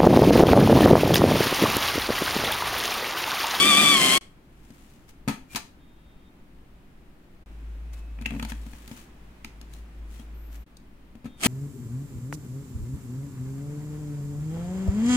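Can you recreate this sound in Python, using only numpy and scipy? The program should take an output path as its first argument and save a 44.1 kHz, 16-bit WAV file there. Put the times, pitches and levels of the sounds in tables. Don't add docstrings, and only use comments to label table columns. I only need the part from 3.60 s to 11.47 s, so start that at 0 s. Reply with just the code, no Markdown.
import sys
import numpy as np
from scipy import signal
from scipy.fft import rfft, irfft, next_fast_len
from scipy.io import wavfile

SR = 44100
rng = np.random.default_rng(int(sys.argv[2]) if len(sys.argv) > 2 else 0)


def int16_out(signal):
    q = np.round(np.clip(np.atleast_2d(signal).T, -1, 1) * 32767)
    wavfile.write(sys.argv[1], SR, q.astype(np.int16))


N = 347067
TIME = np.arange(N) / SR

# time_s, teeth_per_s
MESH_RATE = [(0.0, 1126), (0.092, 1204), (0.134, 1133), (0.21, 1207), (0.266, 1150), (0.29, 1173),
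             (0.352, 1119), (0.37, 1079), (0.382, 1100), (0.394, 1050), (0.414, 1038), (0.458, 1071),
             (0.494, 1034), (0.575, 1104)]
# multiple_of_motor_speed, level_db
GEAR_TONES = [(1.39, -15.5), (2, -15), (8, -5), (9, -22), (11, -26), (13, -17), (16, -3), (18, -17),
              (20, -20.5), (21, -15.5), (22, -15), (23, -7.5), (24, -2), (25, -20.5), (30, -22), (32, -15),
              (40, -21)]
# frequency_hz, density_db
RASP_SPECTRUM = [(200, -16), (420, -5), (700, 3), (950, -5.5), (1250, 3.5), (1480, -2.5), (2300, 4),
                 (2800, -0.5), (3350, 3.5), (3800, -5.5), (4400, -1.5), (5200, -4.5), (8600, -3),
                 (12500, -8.5), (13500, -22.5)]
# frequency_hz, left_minus_right_db
CUTTER_PAN = [(700, 4), (1120, -1), (1400, 0), (3300, 7), (5200, 0), (7000, 8), (7900, -14), (9500, -9),
              (10300, -1), (11000, -4), (12700, 0), (15000, 10)]
# frequency_hz, density_db
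RUMBLE_SPECTRUM = [(70, -29.5), (125, -14), (160, -6.5), (203, 0.5), (230, -8.5), (280, -3), (390, -3),
                   (470, -18), (900, -37)]
# frequency_hz, density_db
ROOM_TONE_SPECTRUM = [(20, -1.5), (36, -15), (55, -1.5), (80, -16), (190, -13.5), (330, -17), (450, -26),
                      (700, -27.5), (2500, -35), (5900, -48), (15000, -49.5)]
# frequency_hz, level_db
REFLECTION_SPECTRUM = [(80, -12.5), (250, 5), (1000, 1), (6000, 0), (15000, -4.5)]
# frequency_hz, correlation
STEREO_LIKENESS = [(100, 0.95), (290, 0.98), (640, 0.29), (1400, 0), (3000, 0), (15000, 0)]
# start_s, level_db
FINGER_BUMPS = [(1.104, -39), (4.612, -31.5), (5.064, -35), (5.313, -31), (6.596, -36)]
# start_s, level_db, thud_over_clack_db, chatter_t60_s
SOCKET_KNOCKS = [(1.677, -26.5, 10.5, 0.062), (1.683, -22, -13, 0.031), (1.692, -30.5, 12, 0.24),
                 (1.948, -26, -3.5, 0.028), (1.958, -20.5, -22.5, 0.079), (7.553, -47.5, 9, .022),
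                 (7.644, -48, 15, .12), (7.656, -45, 18.5, 0.094), (7.859, -15.5, 3, .12)]
# start_s, level_db, tick_over_clack_db
DIAL_CLICKS = [(4.587, -38.5, -22), (4.621, -36, -7.5), (4.66, -24.5, -4), (4.706, -28, -13),
               (4.796, -24, -12), (4.826, -21, -8.5), (4.849, -26, -6), (4.919, -25.5, -11),
               (5.133, -35, -11), (5.277, -37, 0.5), (5.846, -33, 1.5), (6.013, -41, 0), (6.136, -48.5, 8),
               (7.169, -68, 25.5)]
# pitch_hz, width_hz, level_db
THUD_MODES = [(115, 47.5, 1.5), (173, 38, -10), (184, 112, -1.5), (282, 38, 2)]
CLACK_MODES = [(380, 54, -5.5), (690, 124, -1.5), (897, 110, 5), (1286, 110, 4), (1720, 197, 3.5),
               (2450, 306, 3.5), (3390, 220, -7.5)]
TICK_MODES = [(4110, 1000, 3), (6790, 300, 4), (8090, 300, 3), (10400, 4800, -5.5), (14700, 930, -5.5)]
# middle_s, half_length_s, level_db
SLIDE_SWELLS = [(1.211, 0.18, -61), (1.497, 0.0086, -52.5), (1.949, 0.028, -45), (4.338, 0.0058, -49),
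                (4.384, 0.017, -55.5), (4.9, .008, -42), (4.8, .1, -55.5), (5.13, .12, -55.5),
                (5.362, .062, -50.5), (6.153, .036, -56), (6.564, .051, -55.5), (6.944, 0.023, -55)]
# frequency_hz, density_db
SLIDE_SPECTRUM = [(300, -3), (1500, 3), (3000, 2), (5000, -2.5), (7000, 0), (10000, -3), (15000, -6.5)]
# start_s, end_s, pitch_hz, level_db
HANDLING_SQUEAKS = [(1.889, 1.948, 2390, -54), (4.3, 5.0, 2586, -70.5), (6.585, 6.616, 3230, -51.5),
                    (6.733, 7.04, 13300, -67.5)]
# start_s, end_s, level_db
WHISTLE_SPANS = [(2.18, 2.707, -77.5), (7.65, 7.821, -71)]
# pitch_hz, level_db
WHISTLE_PAIR = [(3660, 2.5), (3265, -2)]
# time_s, level_db
HUM_LEVEL = [(3.86, -48), (4.04, -36), (5.01, -35.5), (5.43, -61), (5.63, -55), (5.69, -75), (5.81, -54),
             (6.24, -39), (6.3, -48.5), (6.43, -35.5), (6.63, -43), (6.72, -38.5), (7.01, -39.5),
             (7.03, -44)]
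# frequency_hz, density_db
HISS_SPECTRUM = [(200, 11), (500, 2.5), (2500, -4), (4500, -14.5), (8000, -17), (15000, -24)]
# start_s, level_db
DETENT_SNAPS = [(4.649, -39.5), (4.658, -16), (4.706, -48), (5.845, -30.5), (7.836, -18)]
# pitch_hz, width_hz, level_db
SPRING_MODES = [(2030, 230, 2.5), (2594, 437, 5.5), (2756, 254, 7.5)]
# frequency_hz, density_db
WHITE = [(100, 0), (15000, 0)]

MOTOR_STOP_S, PINION_TEETH = .58, 8
DIPS_S, DIP_LENGTH_S = [.576, 3.826, 7.030], .034


def from_db(db):
    return 10 ** (np.asarray(db) / 20)


def at_hz(points, hz):
    f, value = np.transpose(points)
    return np.interp(np.log(hz), np.log(f), value)


def pan(side_db):
    return from_db(np.array([[.5], [-.5]]) * side_db)


def drift(rate_hz, size=N):
    return np.interp(TIME[:size] * rate_hz, np.arange(8192), rng.standard_normal(8192))


def noise(spectrum, sides=((1000, 0),)):
    size = next_fast_len(N, True)
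    hz = np.maximum(np.arange(size // 2 + 1) * SR / size, 1)
    mid, side = rfft(rng.standard_normal((2, size)))
    alike = np.clip(at_hz(STEREO_LIKENESS, hz), -1, 1)
    both = np.sqrt(1 + alike) * mid + np.sqrt(1 - alike) * side * [[1], [-1]]
    coloured = irfft(both * from_db(at_hz(spectrum, hz)) * pan(at_hz(sides, hz)), size)[:, :N]
    return coloured / np.sqrt(np.mean(coloured ** 2) + 1e-20)


def resonate(x, modes):
    out = 0
    for k, (hz, width, db) in enumerate(modes):
        r = np.exp(-np.pi * width / SR)
        zeros = np.array([1, 0, -1]) * (1 - r * r) / 2
        poles = [1, -2 * r * np.cos(2 * np.pi * hz / SR), r * r]
        out = out + (-1) ** k * from_db(db) * signal.lfilter(zeros, poles, x + 1e-18)
    return out


def gear_whine(turns, load, slack_turns=.0024, flutter_db=3.0, harden_db=9.5):
    size, out = SR, np.zeros((2, N))
    angle = turns[:size] + slack_turns * drift(330, size)
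    for order, db in GEAR_TONES:
        phase = 2 * np.pi * (order * angle + rng.random())
        spread = np.array([[.5], [-.5]]) * min(order / PINION_TEETH, 2) * np.pi / 4
        hardening_db = harden_db * load[:size] * (order > 3 * PINION_TEETH)
        level_db = db + flutter_db * drift(110, size) + hardening_db
        sides = pan(at_hz(CUTTER_PAN, order * MESH_RATE[0][1] / PINION_TEETH))
        out[:, :size] += from_db(level_db) * sides * np.sqrt(2) * np.sin(phase + spread)
    return out


def blade_rasp(turns, throb=.3, uneven_db=2.4):
    chips = (1 + throb * np.cos(2 * np.pi * turns)) * from_db(uneven_db * drift(700))
    return chips * noise(RASP_SPECTRUM, CUTTER_PAN)


def case_rumble(running, biting, sway_db=2.5, peak_s=.245, period_s=.21):
    sway = from_db(sway_db * np.cos(2 * np.pi * (TIME - peak_s) / period_s))
    return (running * sway + biting) * noise(RUMBLE_SPECTRUM) * pan(3.0)


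def sharpener(whine_db, rasp_db, rumble_db, press_s=.368, muffle_db=5.5, bite_s=7.841):
    turns_per_s = np.interp(TIME, *np.transpose(MESH_RATE)) / PINION_TEETH
    turns = np.cumsum(turns_per_s) / SR
    load = (turns_per_s.max() - turns_per_s) / np.ptp(turns_per_s)
    pressed = np.clip((TIME - press_s) / .02 + .5, 0, 1)
    running = np.clip((MOTOR_STOP_S - TIME) / .008 + .5, 0, 1)
    biting = from_db(.4 + 700 * np.clip(TIME - bite_s, -.5, 0))
    whine = from_db(whine_db - muffle_db * pressed) * running * gear_whine(turns, load)
    rasp = from_db(rasp_db) * (running + biting) * blade_rasp(turns)
    rumble = from_db(rumble_db) * case_rumble(running, biting)
    return whine + rasp + rumble


def room_tone(level_db):
    return from_db(level_db) * noise(ROOM_TONE_SPECTRUM) * pan(1.0)


def room_reflections(x, t60_s, wet_db):
    age = TIME[:SR // 2]
    tail = noise(REFLECTION_SPECTRUM)[:, :len(age)] * from_db(-60 * age / t60_s) * (age > .005)
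    tail /= np.sqrt(np.sum(tail ** 2) / 2)
    return from_db(wet_db) * signal.fftconvolve(x, tail, axes=1)[:, :N]


def contacts(judder_s=4.721, judder_gap_s=.0145):
    fingers = [(s, db, db - 9, db - 13, .031) for s, db in FINGER_BUMPS]
    pencil = [(s, db + soft, db, db - 6 - .16 * soft, t60) for s, db, soft, t60 in SOCKET_KNOCKS]
    clicks = [(s, db - 5, db, db + bright, .021) for s, db, bright in DIAL_CLICKS]
    slips = judder_s + judder_gap_s * (np.arange(4) + rng.uniform(-.21, .212, 4))
    judder = [(s, -27, -36, -50, .021) for s in slips]
    return fingers + pencil + clicks + judder


def case_knocks(thud_gain_db, clack_gain_db, tick_gain_db):
    push, clack, tick = np.zeros((3, N))
    for start_s, thud_db, clack_db, tick_db, t60_s in contacts():
        at = int(start_s * SR)
        age = TIME[:min(SR // 5, N - at)]
        burst = from_db(-60 * age / t60_s) * (1 - np.exp(-age / .00025))
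        push[at] += from_db(thud_db)
        clack[at:at + len(burst)] += from_db(clack_db) * burst
        tick[at:at + len(burst)] += from_db(tick_db) * burst
    chatter = noise(WHITE)
    soft_push = resonate(push, [(205, 320, 0)])
    thuds = from_db(thud_gain_db) * resonate(soft_push, THUD_MODES)
    clacks = from_db(clack_gain_db) * resonate(clack * chatter, CLACK_MODES)
    ticks = from_db(tick_gain_db) * resonate(tick * chatter, TICK_MODES)
    return (thuds + clacks + ticks) * pan(3.5)


def slides(gain_db, grain_db=3.0):
    swell = sum(from_db(db) * np.exp(-.5 * ((TIME - s) / half) ** 2) for s, half, db in SLIDE_SWELLS)
    return swell * from_db(gain_db + grain_db * drift(400)) * noise(SLIDE_SPECTRUM) * pan(4.1)


def squeaks_and_whistles(flutter_db=3.2, waver=.0049, fade_s=.021):
    whistles = [(start, end, hz, db + tone_db)
                for start, end, db in WHISTLE_SPANS for hz, tone_db in WHISTLE_PAIR]
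    out = np.zeros(N)
    for start, end, hz, db in HANDLING_SQUEAKS + whistles:
        fade = np.clip(np.minimum(TIME - start, end - TIME) / fade_s, 0, 1)
        level = from_db(db + flutter_db * drift(30))
        phase = 2 * np.pi * hz * np.cumsum(1 + waver * drift(340)) / SR
        out += level * fade * np.sqrt(2) * np.sin(phase)
    return out


def hum_and_hiss(hum_hz, waver_hz, hiss_db):
    between_dips = (TIME > DIPS_S[1] + DIP_LENGTH_S) & (TIME < DIPS_S[2] + DIP_LENGTH_S)
    hum_db = np.interp(TIME, *np.transpose(HUM_LEVEL))
    phase = 2 * np.pi * np.cumsum(hum_hz + waver_hz * drift(17)) / SR
    hum = from_db(hum_db) * np.sqrt(2) * np.sin(phase) * pan(1.0)
    return between_dips * (hum + from_db(hiss_db) * noise(HISS_SPECTRUM))


def detent_spring(gain_db, skid_s=.0016):
    skid = sum(from_db(db) * np.exp(-.5 * ((TIME - s - skid_s) / skid_s) ** 2) for s, db in DETENT_SNAPS)
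    return from_db(gain_db) * resonate(skid * noise(WHITE), SPRING_MODES)


def scene():
    motor = sharpener(whine_db=-20.5, rasp_db=-22.0, rumble_db=-31.5)
    knocks = case_knocks(thud_gain_db=42.0, clack_gain_db=5.5, tick_gain_db=3.5)
    hands = knocks + detent_spring(gain_db=10.5) + slides(gain_db=-2.0)
    reflections = room_reflections(hands + from_db(-13.5) * motor, t60_s=.3, wet_db=-10.5)
    background = hum_and_hiss(hum_hz=54, waver_hz=1.34, hiss_db=-56.5) + room_tone(level_db=-50)
    return motor + hands + reflections + background + squeaks_and_whistles()


def record(dry):
    dips = sum(np.clip((TIME - s) / .018, 0, 1) ** 2 * (TIME < s + DIP_LENGTH_S) for s in DIPS_S)
    top_cut = signal.ellip(12, .2, 90, 15800, fs=SR, output="sos")
    return signal.sosfilt(top_cut, dry * from_db(-26.0 * dips))


dry = scene()
out = record(dry)
int16_out(out)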